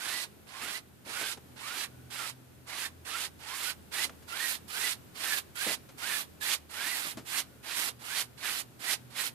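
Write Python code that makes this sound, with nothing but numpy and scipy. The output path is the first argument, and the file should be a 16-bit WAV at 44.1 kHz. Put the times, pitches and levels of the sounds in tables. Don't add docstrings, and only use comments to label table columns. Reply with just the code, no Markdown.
import sys
import numpy as np
from scipy import signal
from scipy.fft import rfft, irfft, next_fast_len
from scipy.io import wavfile
from scipy.ndimage import map_coordinates

SR = 44100
rng = np.random.default_rng(int(sys.argv[2]) if len(sys.argv) > 2 else 0)


def dump(signal):
    limited = np.clip(np.atleast_2d(signal).T, -1, 1)
    pcm = np.round(limited * 32767).astype(np.int16)
    wavfile.write(sys.argv[1], SR, pcm)


def magnitude_from_level(level_db):
    exponent = np.asarray(level_db, float) / 20
    return 10 ** exponent


N = 411894
TIME, SIZE = np.arange(N) / SR, next_fast_len(N)
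HZ = np.maximum(np.fft.rfftfreq(SIZE, 1 / SR), 1)

# landing, hardest moment and lift in seconds,
# landing level and hardest level in dB.
STROKES = [(0.0, 0.096, 0.242, -43.4, -36.0), (0.511, 0.693, 0.78, -50.5, -38.9),
           (1.071, 1.2, 1.33, -48, -36.5), (1.606, 1.813, 1.846, -46.5, -36), (2.125, 2.195, 2.3, -43, -39),
           (2.713, 2.86, 2.863, -42, -36.5), (3.072, 3.207, 3.26, -42.5, -37.5),
           (3.437, 3.694, 3.708, -48.5, -34.9), (3.94, 4.004, 4.051, -39.5, -34),
           (4.322, 4.444, 4.554, -42.5, -34), (4.701, 4.847, 4.927, -44, -33.5),
           (5.194, 5.301, 5.39, -42, -33.2), (5.575, 5.654, 5.742, -39.5, -33.5),
           (6.023, 6.122, 6.221, -40, -34), (6.43, 6.536, 6.543, -37.5, -30.5),
           (6.74, 6.879, 7.121, -43.5, -34), (7.274, 7.371, 7.404, -45.5, -33),
           (7.676, 7.795, 7.889, -42.9, -33), (8.011, 8.175, 8.221, -54, -33),
           (8.421, 8.459, 8.605, -44.7, -34.0), (8.815, 8.91, 8.938, -46.5, -32),
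           (9.146, 9.187, 9.277, -49.5, -34)]
# moment the hand stops gaining speed in seconds,
# rate at landing, at that moment and at the lift in Hz.
THREAD_RATES = [(.14, 1450, 1960, 2020), (.62, 1000, 1200, 2100), (1.2, 1200, 1520, 1600),
                (1.68, 980, 1296, 1822), (2.22, 1557, 1370, 1140), (2.79, 950, 1230, 1850),
                (3.19, 1100, 1490, 1660), (3.52, 760, 1032, 1510), (4.0, 1600, 1967, 2060),
                (4.415, 1330, 1920, 1800), (4.84, 1250, 1977, 2097), (5.26, 1500, 1820, 1620),
                (5.68, 1380, 2000, 2000), (6.09, 1350, 1820, 1677), (6.46, 1700, 1902, 2250),
                (6.92, 1330, 2052, 900), (7.35, 1398, 1860, 2110), (7.76, 1600, 1920, 2030),
                (8.175, 900, 2000, 2203), (8.45, 1850, 1760, 1300), (8.88, 1560, 1930, 2220),
                (9.19, 1900, 1900, 1750)]
# middle in seconds, tone re scratch in dB, half length in seconds.
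SINGING = [(.05, -7, .03), (.17, -6, .05), (.6, -8, .08), (.77, -4, .025), (1.15, -8, .03), (1.27, -4, .05),
           (1.66, -8, .05), (1.84, -13, .02), (2.23, -5, .035), (2.85, -6, .015), (3.15, -9, .03),
           (3.5, -8, .04), (3.69, -15, .02), (3.94, -4, .025), (4.02, -6, .03), (4.32, -4, .03),
           (4.43, -6, .06), (4.77, -5, .045), (4.86, -9, .035), (5.3, -8.5, .06), (5.6, -4, .04),
           (5.69, -8, .04), (6.04, -5, .02), (6.12, -7, .05), (6.44, -7, .03), (6.86, -10, .11),
           (8.15, -9, .05), (8.45, -5, .02), (8.885, -5, .025), (9.195, -5, .02)]
# frequency in Hz, density in dB per Hz.
SCRATCH_SPECTRUM = [(180, -17), (300, -10.5), (520, -13), (846, -7.5), (1590, -5), (1960, -4), (2160, -4),
                    (4410, -5.5), (6200, -10.5), (9920, -6), (14400, -7)]
# leftward, rightward; in dB per second, seconds and dB.
LANDING_DB_PER_S = (1700, 1100)
SETTLE_S = (.019, .04)
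SETTLE_DB = (7.5, 8)
# share of bristle flick, of tip hiss and
# of finest hiss in dB.
GRIP_LEFTWARD = [
    (-8, -9, -15),
    (-10, -8, -17),
    (-5, -6.5, -14.5),
]
GRIP_RIGHTWARD = [
    (-9, -11, -19),
    (-9.5, -8.5, -12.5),
    (-7.5, -8, -11),
]
# time in seconds, finest hiss gain in dB.
ON_TIPS = [
    (0, -1.5),
    (.6, -5),
    (2.8, -4.5),
    (3.2, -2.5),
    (4.5, 4),
    (6.9, 4),
    (7.8, 2),
    (9.34, 3),
]
# time in seconds, right end and left end in ms.
TURNS = [(0, .2, -.25), (1.0, .25, -0.2), (2.1, .1, -.17), (2.7, .14, -0.11), (3.9, .14, -.2),
         (4.6, 0.33, -.24), (6.2, .28, -0.19), (7.4, 0.33, -0.076), (9.34, 0.31, -.14)]
# frequency in Hz, left minus right in dB.
LEFT_SHADE = [(370, -0.5), (690, -3.5), (1260, -6), (2320, -6.5), (4270, -10), (7860, -15), (14400, -17)]
# frequency in Hz, density in dB per Hz.
ROOM_SPECTRUM = [(15, -34), (25, -13.5), (134, -4), (204, -7), (387, -11), (454, -13.5), (592, -16.5),
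                 (1090, -23), (1460, -21), (2010, -25), (2700, -25.5), (5680, -31), (6840, -30.5),
                 (14400, -28)]
# frequency in Hz, left-right likeness from 0 to 1.
ROOM_LIKENESS = [(60, 0.24), (130, 0.35), (290, 0.28), (630, 0.11), (1400, 0.018)]
# time in seconds, gain in dB.
RUMBLE_SWELL = [(0, 2), (.95, -1.5), (1.5, 2), (2.0, 1.5), (2.6, -0.6), (3.8, 1.8), (4.8, 3), (5.6, 1.7),
                (6.3, 2), (6.7, -1), (7.2, 2), (8.0, 0), (9.34, 1.5)]
# nearest moment in seconds, level in dB,
# time to lose half the amplitude's square root law in seconds.
LOW_PASSES = [(.7, -60, .5), (1.45, -60, .2), (2.0, -59, .2), (2.95, -53.5, .3), (3.7, -54.5, .5),
              (4.6, -56.5, .3), (5.5, -56.5, .35), (6.6, -55.5, .45), (7.6, -62, .4), (8.7, -62, .6)]
HIGH_PASSES = [(.8, -64, 0.49), (1.45, -58, .3), (2.25, -53, 0.46), (3.0, -62, .3), (5.0, -61, 0.49),
               (5.85, -60, .4), (7.2, -52.5, .12), (8.15, -54, .3), (8.9, -54.5, .55)]
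# time in seconds, level in dB.
TYRE_WHINE = [
    (1.8, -95),
    (1.95, -69),
    (2.06, -75),
    (2.4, -90),
    (7.3, -90),
    (7.55, -70),
    (7.8, -95),
]
# time
# in seconds, peak in dB, ring in Hz, hiss share in dB, length in seconds.
KNOCKS = [(0.617, -40, 298, -20, 0.085), (1.061, -39.5, 300, -20, 0.065), (1.211, -32.5, 330.5, -20, 0.03),
          (1.372, -40, 348, -14, .011), (4.048, -41.5, 250.2, -21, 0.08), (4.093, -33, 1100, -28, .009),
          (4.222, -60, 600, 9, .03), (5.665, -27.5, 346, -22, 0.051), (5.888, -52, 596, 6.5, 0.024),
          (7.048, -41, 199.8, -20, .05), (7.17, -32, 250, -7.5, 0.031)]


def rms_one(x):
    return x / np.sqrt(np.mean(x ** 2) + 1e-20)


def in_time(rows):
    s, *columns = np.transpose(rows)
    return [np.interp(TIME, s, c) for c in columns]


def over_hz(points):
    hz, db = np.transpose(points)
    return np.interp(np.log(HZ), np.log(hz), db)


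def shaped(x, gain):
    return irfft(rfft(x, SIZE) * gain, SIZE)[..., :N]


def drift(rate_hz):
    r = np.exp(-16 * np.pi * rate_hz / SR)
    noise = rng.standard_normal(N // 8 + SR // 4)
    slow = signal.lfilter([1], [1, -2 * r, r * r], noise)[SR // 8:]
    return np.interp(np.arange(N) / 8, np.arange(len(slow)), rms_one(slow))


def blurred(width_hz):
    return drift(width_hz) + 1j * drift(width_hz)


def pressure():
    early_swell = 0.46
    sag_db_per_s, last_dip_db, last_dip_s = 26, 0.9, .004
    lift_db_per_s, lift_s = 658, .052
    rows = []
    for k, (land, hard, lift, land_db, hard_db) in enumerate(STROKES):
        way = k % 2
        lift_db = hard_db - sag_db_per_s * (lift - hard)
        touch, touch_db = land - SETTLE_S[way], land_db - SETTLE_DB[way]
        rows += [(touch - (touch_db + 74) / LANDING_DB_PER_S[way], -80),
                 (touch, touch_db),
                 (land, land_db),
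                 (land + (hard - land) / 3, land_db + early_swell * (hard_db - land_db)),
                 (hard, hard_db),
                 (lift - last_dip_s, lift_db),
                 (lift, lift_db - last_dip_db),
                 (lift + lift_s, lift_db - lift_db_per_s * lift_s),
                 (lift + lift_s + .025, -80)]
    return in_time(sorted(rows))[0]


def grip_in_time():
    ends = np.array(STROKES)[:, [0, 2]]
    times = ends[:, :1] + np.diff(ends) * [.15, .55, .95]
    grips = (list(GRIP_LEFTWARD) + list(GRIP_RIGHTWARD)) * (len(ends) // 2)
    flick, tip, finest = in_time(np.column_stack([times.ravel(), grips]))
    tips_db, = in_time(ON_TIPS)
    return flick, tip + 0.11 * tips_db, finest + tips_db


def ticks(per_s, spread_db):
    sizes = magnitude_from_level(spread_db * np.minimum(rng.exponential(1, N), 5)) * rng.choice([-1, 1], N)
    return rms_one(sizes * (rng.random(N) < per_s / SR))


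def crossing():
    rows = []
    for (land, _, lift, *_), (turn, land_hz, turn_hz, lift_hz) in zip(STROKES, THREAD_RATES):
        rows += [(land, land_hz), (turn, turn_hz), (lift, lift_hz)]
    in_step = sum(magnitude_from_level(db) * np.exp(-((TIME - s) / half_s) ** 4 / 2) for s, db, half_s in SINGING)
    out_of_step = magnitude_from_level(-17)
    return in_time(rows)[0], 20 * np.log10(out_of_step + in_step)


def thread_tone(blur_hz, steady, overtones):
    hz, level_db = crossing()
    phase = 2 * np.pi * np.cumsum(hz * (1 + .012 * drift(20.45))) / SR
    level_db = np.clip(level_db - 3 + 1.5 * drift(20.0), -22, -4)
    line = magnitude_from_level(level_db) * np.real((steady + blurred(blur_hz)) * np.exp(1j * phase))
    for multiple, wide_hz, db in overtones:
        strand_gain = magnitude_from_level(db + level_db / 2 + 1.9 * drift(20.0))
        line += strand_gain * np.real(blurred(wide_hz) * np.exp(1j * multiple * phase))
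    return line


def position():
    s, right_ms, left_ms = np.transpose(TURNS)
    ends = np.array(STROKES)[:, [0, 2]].ravel() + np.tile([-.02, .03], len(STROKES))
    at_right = np.arange(1, len(ends) + 1) // 2 % 2 == 0
    turn_ms = np.where(at_right, np.interp(ends, s, right_ms), np.interp(ends, s, left_ms))
    return np.interp(TIME, ends, turn_ms)


def at_ports(near, other, alike):
    lag_ms = position()
    fine = 2 * irfft(rfft(near, SIZE), 2 * SIZE)
    moved = map_coordinates(fine, [2 * np.arange(N) - 2 * SR * lag_ms / 1000], order=1, mode="nearest")
    left = alike * moved + np.sqrt(1 - alike ** 2) * other
    ratio = magnitude_from_level(over_hz(LEFT_SHADE))
    right_gain = 2 / np.sqrt(1 + ratio ** 2)
    return np.array([shaped(left, ratio * right_gain), shaped(near, right_gain)])


def brush(level_db):
    belly_db = -13.0 - 0.41 * (level_db + 43.5)
    shares = magnitude_from_level([np.minimum(belly_db, -4), *grip_in_time()])
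    rest = np.sqrt(np.clip(1 - np.sum(shares ** 2, axis=0), .08, 1))
    low_passes = [1 / (1 + (HZ / edge_hz) ** 6) for edge_hz in (1347, 2780, 6200, 11070)]
    below = np.array([0 * HZ, *low_passes, 0 * HZ + 1])
    ranges = np.diff(below, axis=0) * magnitude_from_level(over_hz(SCRATCH_SPECTRUM))
    flutter = magnitude_from_level(0.82 * drift(29.0))
    strands = [(.86, 40, -14), (1.41, 40, -12), (2, 45, -9), (2.24, 50, -11)]   # multiple, width Hz, dB
    tone = thread_tone(blur_hz=40, steady=1.2, overtones=strands)
    gains = [shares[0], magnitude_from_level(-8.0) * rest, *shares[1:]]
    sides = []
    for tone_db in (-3.5, -30):
        parts = shaped(ticks(per_s=20000.0, spread_db=2.5), ranges)
        rub = sum(gain * magnitude_from_level(1.2 * drift(18.0)) * rms_one(part) for gain, part in zip(gains, parts))
        sides.append(magnitude_from_level(level_db) * (flutter * rub + magnitude_from_level(tone_db) * tone))
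    return at_ports(*sides, alike=0.46)


def walls(dry, t60, level_db):
    t = np.arange(SR // 2) / SR
    tail = rng.standard_normal((2, len(t))) * magnitude_from_level(-60 * t / t60) * (t > .004)
    wet = shaped(dry.mean(axis=0), rfft(tail, SIZE) / (1 + HZ / 4000.0))
    return magnitude_from_level(level_db) * wet / np.sqrt(np.sum(tail[0] ** 2))


def passing(rows):
    power = sum(magnitude_from_level(2 * db) / (1 + ((TIME - s) / half_s) ** 2) ** 2 for s, db, half_s in rows)
    return 10 * np.log10(power)


def room_tone():
    alike = np.clip(over_hz(ROOM_LIKENESS), 0, 1)
    colour = magnitude_from_level(over_hz(ROOM_SPECTRUM))
    mid, side = rng.standard_normal((2, N))
    pair = shaped(mid, np.sqrt(1 + alike) * colour) + shaped(side, np.sqrt(1 - alike) * colour) * [[1], [-1]]
    swell_db, = in_time(RUMBLE_SWELL)
    air = magnitude_from_level(-54.5 - 3.0 + swell_db) * pair / pair.mean(axis=0).std()

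    low_hz, high_hz = 83.0 - .6 * TIME, 126.0 - .38 * TIME
    low_phase = 2 * np.pi * np.cumsum(low_hz + 1.44 * drift(4.0)) / SR
    low = magnitude_from_level(passing(LOW_PASSES) + 0.86 * drift(1.3)) * np.sin(low_phase)
    phase = 2 * np.pi * np.cumsum(high_hz + 1.288 * drift(2.15)) / SR
    high_wave = np.sin(phase) + magnitude_from_level(-8.5) * np.sin(2 * phase)
    high = magnitude_from_level(passing(HIGH_PASSES) + 1.3 * drift(4.4)) * high_wave

    whine_db, = in_time(TYRE_WHINE)
    whine = magnitude_from_level(whine_db) * np.real(blurred(55) * np.exp(2j * np.pi * 1460 * TIME))
    return air + low + high + whine


def ducking(level_db, knee_db, slope, smooth_s):
    r = np.exp(-1 / (smooth_s * SR))
    return magnitude_from_level(signal.lfilter([1 - r], [1, -r], -slope * np.maximum(level_db - knee_db, 0)))


def knocks():
    out = np.zeros((2, N))
    t = np.arange(round(.2 * SR)) / SR
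    for s, db, ring_hz, hiss_db, length in KNOCKS:
        shared, *own = rng.standard_normal((3, len(t)))
        envelope = np.exp(-(t / length) ** 1.5) * np.minimum(t / 0.0025, 1)
        burst = (shared + 0.65 * np.array(own)) * envelope
        frame = signal.butter(1, [ring_hz / 1.6, ring_hz * 1.6], "band", fs=SR, output="sos")
        body = signal.sosfilt(frame, burst)
        dull = signal.sosfilt(signal.butter(1, 5000., fs=SR, output="sos"), burst)
        at = round(s * SR)
        knock = body / abs(body).max() + magnitude_from_level(hiss_db) * dull / abs(dull).max()
        out[:, at:at + len(t)] += magnitude_from_level(db) * knock
    return out


def scene():
    level_db = pressure() + 0.8
    near = brush(level_db) + knocks()
    ducked = ducking(level_db, knee_db=-58.5, slope=0.42, smooth_s=0.0023) * room_tone()
    return near + walls(near, t60=0.43, level_db=-18.5) + ducked


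def low_pass(x):
    return signal.sosfilt(signal.butter(12, 15050, fs=SR, output="sos"), x)


def record(dry):
    passed = shaped(dry, (HZ < 14580) / (1 + (45 / HZ) ** 2))
    return low_pass(passed)


dry = scene()
out = record(dry)
dump(out)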